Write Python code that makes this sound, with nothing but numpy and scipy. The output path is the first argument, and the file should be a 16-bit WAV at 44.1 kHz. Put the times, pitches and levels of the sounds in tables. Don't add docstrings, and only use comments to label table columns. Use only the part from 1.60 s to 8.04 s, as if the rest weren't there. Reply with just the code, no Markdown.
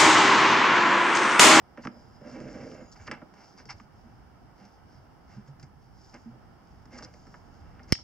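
import sys
import numpy as np
from scipy import signal
from scipy.fft import rfft, irfft
from scipy.io import wavfile
from scipy.ndimage import uniform_filter1d

SR = 44100
rng = np.random.default_rng(int(sys.argv[2]) if len(sys.argv) > 2 else 0)


def store_wav(level_fs):
    pcm = np.round(np.clip(np.atleast_2d(level_fs), -1, 1) * 32767)
    wavfile.write(sys.argv[1], SR, pcm.T.astype(np.int16))


N = 283862
T = np.arange(N) / SR
HZ = np.maximum(np.arange(N // 2 + 1) * SR / N, 1)

# f/Hz, level/dB, t60/s
BOOM_MODES = [(139, -6.5, 0.088), (198.5, -6, 0.16), (239.7, 1.5, 0.13), (310, -3.5, 0.08),
              (344.5, -7, 0.09), (460, -6.5, 0.063), (521, -6, 0.13), (596, -5.5, 0.094), (732, -19, 0.33)]
# f/Hz, level/dB, t60/s
BODY_MODES = [(803, 2, 0.072), (973, -3, 0.054), (1230, 3.5, 0.012), (1430, 4, 0.0085), (1660, 1.5, 0.021),
              (1860, -2, 0.023), (2128, -2, 0.06), (2293, -3.5, 0.065), (2694, -6.5, 0.012),
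              (3154, -33.5, 0.043)]
# f/Hz, level/dB
PORT_RESPONSE = [(20, -0.5), (3000, 0.5), (3900, -7), (4400, -3.5), (4900, 8), (5300, 8.5), (5600, 6.5),
                 (6000, 2.5), (7000, -1), (8500, -2.5), (16000, -21)]


def undb(db):
    return 10 ** (np.asarray(db) / 20)


def along(table, column=1):
    rows = np.array(table, float)
    return np.interp(np.log(HZ), np.log(rows[:, 0]), rows[:, column])


def heard(x, lo_hz, hi_hz):
    in_band = (HZ > lo_hz) * (HZ < hi_hz)
    return irfft(rfft(x, N) * undb(along(PORT_RESPONSE)) * in_band, N)


def unit(x, lo_hz, hi_hz):
    return x / np.std(heard(x, lo_hz, hi_hz))


def band(x, lo_hz, hi_hz):
    return signal.sosfilt(signal.butter(2, [lo_hz, hi_hz], "band", fs=SR, output="sos"), x)


def lag(x, seconds):
    keep = np.exp(-1 / (seconds * SR))
    return signal.lfilter([1 - keep], [1, -keep], x)


def ring(x, modes):
    out = 0
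    for k, (hz, db, t60) in enumerate(modes):
        pole = np.exp(2j * np.pi * hz / SR - np.log(1000) / (t60 * SR))
        mode = signal.lfilter([1], [1, -pole], x).imag
        out = out + (-1) ** k * undb(db) * mode / np.sqrt(t60)
    return out


def grit(rate_hz, spread_db):
    slips = rng.random(N) < rate_hz / SR
    return slips * rng.standard_normal(N) * undb(spread_db * rng.exponential(size=N))


def walk(rate_hz):
    k = int(SR / rate_hz)
    steps = np.repeat(rng.standard_normal(N // k + 1), k)
    x = uniform_filter1d(uniform_filter1d(steps, k), k)[:N]
    return x / x.std()


def steady(x, seconds):
    return x / np.sqrt(uniform_filter1d(x ** 2, int(seconds * SR)) + 1e-12)


def swell(start, length):
    rise = (T - start) / min(0.33 * length, 0.13)
    fall = (start + length - T) / min(0.71 * length, 0.28)
    return np.sin(np.pi / 2 * np.clip(np.minimum(rise, fall), 0, 1)) ** 2


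def add(out, s, x):
    i = int(s * SR)
    out[..., i:i + x.shape[-1]] += x[..., :N - i]


def drags():
    # t/s, length/s, rasp level/dB, boom minus rasp/dB
    strokes = [(0.169, 0.074, -57, 8), (0.23, 0.035, -48, -8), (0.267, 0.23, -78.5, 23.5),
               (0.581, 0.77, -54.5, 10.5), (1.351, 0.031, -59.5, 3), (1.379, 0.1, -57.5, -7),
               (1.458, 0.019, -56, -7), (1.487, 0.053, -53.5, 7.5), (1.512, .055, -39.5, -11),
               (1.548, 0.083, -57, 0), (1.723, 0.22, -62, -9), (1.965, 0.096, -57, -19),
               (2.082, 0.062, -43.5, -30), (2.129, 0.054, -76.5, 21), (2.959, 0.16, -65, 3.5),
               (3.668, 0.18, -58.5, -12), (4.528, 0.07, -53.5, -0.5), (4.703, 0.16, -74.5, 14),
               (5.285, 0.27, -52.5, 3), (5.95, 0.41, -66, 1.5), (6.269, 0.12, -58, -3)]
    slips = grit(6000, 1.5) * undb(2.2 * walk(30))
    walls = unit(ring(slips, BODY_MODES), 900, 3200)
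    scrape = unit(band(slips, 730, 2900), 900, 3200)
    rasp = unit(walls + 0.29 * scrape, 600, 3200)
    boom = unit(steady(ring(slips, BOOM_MODES), .12), 180, 700)
    return sum(swell(s, length) * undb(db) * (rasp + undb(boom_db) * boom)
               for s, length, db, boom_db in strokes)


def knocks():
    # t/s, crack peak level/dB, boom minus crack/dB, tick minus crack/dB,
    # centre of the crack f/Hz, t60 of the rattle that drives the modes/s
    contacts = [(0.175, -35.5, -2, -24, 1320, 0.11), (0.252, -29, 0.5, -18, 1200, 0.052),
                (0.272, -23.5, -7, -27, 1330, 0.018), (0.364, -56, 8.5, -18, 1340, .08),
                (0.613, -50.5, 10.5, -19, 1240, 0.074), (0.803, -41, 7.5, -7.5, 1430, 0.12),
                (0.886, -46, -7, -22, 1860, .05), (0.945, -43.5, 8, -19, 1240, .05),
                (1.116, -42.5, 4.5, -13, 2180, 0.11), (1.213, -51, 11, -22, 1660, .1),
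                (1.47, -40, -18, -22, 1500, .07), (1.477, -28.5, -11.5, -27, 1700, 0.11),
                (1.5136, -21, -12.5, -17.5, 1650, .1), (1.618, -40, 3, -29, 900, .11),
                (1.739, -45.5, -18, -11, 1010, .08), (2.001, -43.5, -3.5, -18, 1430, 0.043),
                (2.055, -51, -1, 3.5, 1340, 0.044), (2.2, -38.5, -15, -24, 1430, 0.051),
                (3.052, -54, -8, 2, 1020, .07), (3.878, -52, 1.5, -6, 1440, 0.11),
                (3.997, -50.5, -6, -1.5, 1330, 0.056), (4.028, -47.5, -8, 2.5, 2100, 0.11),
                (4.542, -44, -1.5, -1.5, 1410, 0.087), (5.255, -49, 2, -5.5, 1010, .08),
                (5.388, -36.5, -18, -12, 1230, 0.094), (5.425, -36.5, -3, -15, 1050, 0.14),
                (5.539, -48.5, -1, -4, 1690, .09), (5.669, -47, 0, -8.5, 1040, 0.11),
                (5.742, -37, -14, -27, 1030, 0.11), (6.195, -43, -2, -28, 1500, 0.13),
                (6.352, -24.5, -24, -20, 2800, 0.022), (6.388, -39.5, -6, -20, 1000, 0.072)]
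    rattle_db = -4
    out, t = np.zeros(N), T[:SR // 6]
    for s, db, boom_db, tick_db, crack_hz, t60 in contacts:
        fade = np.exp(-np.log(1000) * t / t60)
        chance = rng.standard_normal((3, len(t)))
        rattle = chance[0] * fade
        wall = band(ring(rattle, BODY_MODES), crack_hz / 1.74, crack_hz * 1.46) * fade
        impact = (.5 * chance[1] - 1) * np.exp(-t / 0.000059)
        crack = band(impact, crack_hz / 1.41, crack_hz * 1.78)
        boom = ring(rattle * fade, BOOM_MODES)
        tick = band(chance[2] * np.exp(-t / 0.0039), 3740, 6800)
        wall, crack, boom, tick = (x / np.abs(x).max() for x in (wall, crack, boom, tick))
        knock = undb(rattle_db) * wall + crack + undb(boom_db) * boom + undb(tick_db) * tick
        add(out, s, undb(db) * knock)
    return out


def snap():
    # t/s, level/dB, length of the chatter/s, upper band edge f/Hz
    bursts = [(6.3229, -15.5, .0013, 16000), (6.3253, -25, .0016, 9000), (6.3290, -25, .0016, 7000)]
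    # f/Hz, width/Hz, peak level/dB
    jaw_rings = [(1350, 600, -8), (2100, 500, -2), (3000, 700, -4), (4100, 900, -5), (5250, 1000, -1),
                 (6500, 1000, -7), (8300, 1200, -10), (10300, 1100, 1), (12700, 1200, 4), (14600, 1600, 9)]
    out, t = np.zeros(N), T[:SR // 50]
    for s, db, length, top_hz in bursts:
        chatter = np.sign(rng.standard_normal(len(t))) * (t < length)
        jaws = 0
        for k, (hz, width, ring_db) in enumerate(jaw_rings):
            tone = (-1) ** k * band(chatter, hz - width / 2, hz + width / 2)
            jaws = jaws + undb(ring_db) * tone / np.abs(tone).max()
        add(out, s, undb(db) * band(jaws, 500, top_hz))
    return out


def jolt():
    start_s, rise_s = 6.3240, .0011
    level_db = [[-26], [-3]]
    t = np.maximum(T - start_s, 0) / rise_s
    shove = -t ** 2 * np.exp(2 - 2 * t)
    roll_off = signal.butter(2, 62, "high", fs=SR, output="sos")
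    return undb(level_db) * signal.sosfilt(roll_off, shove)


def rustle():
    # t/s, length/s, level/dB, thin upper part minus level/dB
    movements = [(.165, 0.033, -71, -13), (.2, 0.11, -58, -10), (0.267, 0.45, -72.5, -15),
                 (0.604, 0.74, -62.5, -8), (1.309, 0.049, -55.5, -7), (1.351, 0.05, -61.5, -14),
                 (1.372, 0.16, -65, -1), (1.464, 0.026, -48, -14), (1.493, 0.089, -66, -16),
                 (1.71, 0.33, -62.5, -14), (1.962, .09, -57, -26), (2.057, 0.042, -61, -20),
                 (2.085, 0.06, -46.5, -28), (2.137, 0.15, -69, -10), (2.283, 0.37, -75, -11),
                 (2.928, 0.27, -68, -18), (3.103, 0.12, -73, -21), (3.238, 0.26, -68.5, -22),
                 (3.652, 0.22, -67, -12), (3.852, 0.082, -66.5, -7.5), (3.973, 0.14, -73, -7),
                 (4.122, 0.6, -77, -18), (4.328, 0.45, -66.5, -8), (4.95, 0.49, -79.5, -9),
                 (5.293, .18, -58, -11), (5.375, 0.024, -44.5, -17), (5.418, 0.05, -48, -15),
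                 (5.434, 0.51, -68.5, -7), (5.826, 0.41, -73, -10), (6.223, .035, -65, -22),
                 (6.267, 0.09, -59, -10)]
    patchy_db = 1.5
    main = unit(band(grit(6000, 2.3), 3900, 6100), 4200, 6000)
    upper = unit(band(grit(6000, 2.2), 6300, 7300), 4840, 11000)
    moves = sum(swell(s, length) * undb(db) * (main + undb(upper_db) * upper)
                for s, length, db, upper_db in movements)
    return moves * undb(patchy_db * walk(25))


def whistles():
    # t/s, lower f/Hz, lower level/dB, upper f/Hz, upper level/dB
    spells = [
        [(0.3, 5050, -66, 7100, -85), (0.516, 5000, -70.5, 7230, -83), (0.68, 5110, -70, 6800, -82)],
        [(1.12, 5100, -74, 6920, -76), (1.33, 4960, -68, 6700, -67.5)],
    ]
    out = np.zeros(N)
    for s, low_hz, low_db, high_hz, high_db in map(np.transpose, spells):
        touch = np.clip(np.minimum(T - s[0], s[-1] - T) / 0.02, 0, 1)
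        for hz, db in ((low_hz, low_db), (high_hz, high_db)):
            waver = lag(lag(rng.standard_normal(N), 0.0015), 0.0012)
            turns = np.cumsum(np.interp(T, s, hz)) / SR
            tone = waver * np.sin(2 * np.pi * turns)
            out += touch * undb(np.interp(T, s, db)) * unit(tone, 4000, 8000)
    return out


def thumps():
    # t/s, level ahead of the envelope/dB, starting pitch f/Hz, length/s
    bumps = [(1.401, -38.5, 90, 0.028), (2.069, -46, 130, 0.089), (2.141, -39.5, 95, 0.03),
             (2.209, -41.5, 227, 0.018), (2.444, -47.5, 235, 0.036), (2.601, -49.5, 64.5, 0.12),
             (3.012, -47, 200, 0.08), (3.764, -37.5, 130, 0.041), (3.772, -38.5, 208, 0.045),
             (3.886, -38.5, 140, 0.059), (4.029, -40.5, 137, 0.039), (4.659, -36, 234, 0.051),
             (4.695, -46, 126, 0.11), (6.009, -42, 73.6, 0.062), (6.09, -48, 53, 0.024)]
    pitch_fall, ring_db = 0.009, -12.5
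    out = np.zeros(N)
    for s, db, hz, length in bumps:
        share = np.arange(int(length * SR)) / (length * SR)
        phase = 2 * np.pi * hz * length * (share - pitch_fall * share ** 2)
        envelope = 1.21 * share ** 0.23 * (1 - share) ** 0.91
        add(out, s, undb(db) * envelope * -np.sin(phase))
    after = ring(out, BOOM_MODES)
    return out + undb(ring_db) * after * out.std() / after.std()


def room(x):
    t60_s, level_db = 0.25, -18
    t = T[:SR // 2]
    tail = rng.standard_normal((2, len(t))) * np.exp(-np.log(1000) * t / t60_s) * (t > .003)
    tail = band(band(tail, 230, 8500), 230, 8500)
    tail = tail / np.sqrt(np.sum(tail ** 2) / 2)
    return undb(level_db) * signal.fftconvolve(x[None], tail, axes=1)[:, :N]


def air():
    # f/Hz, level/(dB per Hz), left-right likeness (0-1)
    shed_air = [(15, -110, 0.1), (29.4, -81.5, 0.7), (51, -76, 0.52), (130, -78, 0.4), (228, -83, 0.56),
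                (540, -95, 0.17), (783, -87.5, 0.55), (1190, -97.5, 0), (1275, -93, 0.53),
                (1900, -103, 0.47), (2570, -108, 0.1), (5000, -116, 0), (7900, -126, 0), (16000, -135, .1)]
    # t/s, level ahead of the flutter/dB
    rumble_levels = [(0.0, -64), (0.37, -59.5), (1.35, -57), (1.75, -63.5), (2.23, -59), (3.3, -59.5),
                     (3.96, -57.5), (4.33, -60), (5.14, -58.5), (6.3, -52.5)]
    like = along(shed_air, column=2)
    density = undb(along(shed_air)) * np.sqrt(SR / 2 / (1 + like))
    mid, side = rfft(rng.standard_normal((2, N))) * density
    pair = mid * np.sqrt(1 + like) + np.array([[1], [-1]]) * side * np.sqrt(1 - like)
    bass = 1 / (1 + (HZ / 200) ** 4)
    rumble = irfft(pair * bass, N)
    rumble = rumble / np.std(heard(rumble.mean(axis=0), 26, 180))
    flutter_db = 2.0 * walk(14)
    drift_db = .8 * walk(3)
    rumble_db = np.interp(T, *np.transpose(rumble_levels)) + flutter_db
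    return rumble * undb(rumble_db) + irfft(pair * (1 - bass), N) * undb(drift_db)


def scene():
    handling, cut = rustle() + whistles() + drags() + knocks(), snap()
    spread = undb(9) * band(band(cut, 3300, 9000), 1500, 9000)
    return handling + cut + thumps() + room(handling + spread) + jolt() + air()


def causal(db):
    cep = irfft(db * np.log(10) / 20, N)
    cep = cep * np.where(np.arange(N) < N // 2, 2, 0) - cep[0] * (np.arange(N) == 0)
    return np.exp(rfft(cep))


def record(dry):
    # f/Hz, right over left level/dB
    right_tilt = [(60, 2.5), (700, 4), (1300, 1.5), (3000, 1.5), (4400, -0.5), (8000, -2), (15000, -3)]
    # f/Hz, width/Hz
    treble_gaps = [(2500, 160), (5000, 60), (6000, 70), (7000, 70), (7500, 60), (8000, 70)]
    right_lag_s, hiss_db, top_hz = .00003, -79.5, 15750
    duck_db, duck_depth = -16, 400
    attack_s, release_s = .008, .4
    side = np.array([[-.5], [.5]])
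    tilt = undb(side * along(right_tilt))
    delay = np.exp(-2j * np.pi * HZ * side * right_lag_s)
    ports = causal(along(PORT_RESPONSE)) * tilt * delay
    x = irfft(rfft(dry) * ports, N) + undb(hiss_db) * rng.standard_normal((2, N))
    over = np.maximum(np.abs(x).max(axis=0) - undb(duck_db), 0)
    x = x / (1 + duck_depth * lag(lag(over, attack_s), release_s))
    for hz, width in treble_gaps:
        x = signal.lfilter(*signal.iirnotch(hz, hz / width, SR), x)
    return signal.sosfilt(signal.ellip(10, .2, 80, top_hz, fs=SR, output="sos"), x)


dry = scene()
out = record(dry)
store_wav(out)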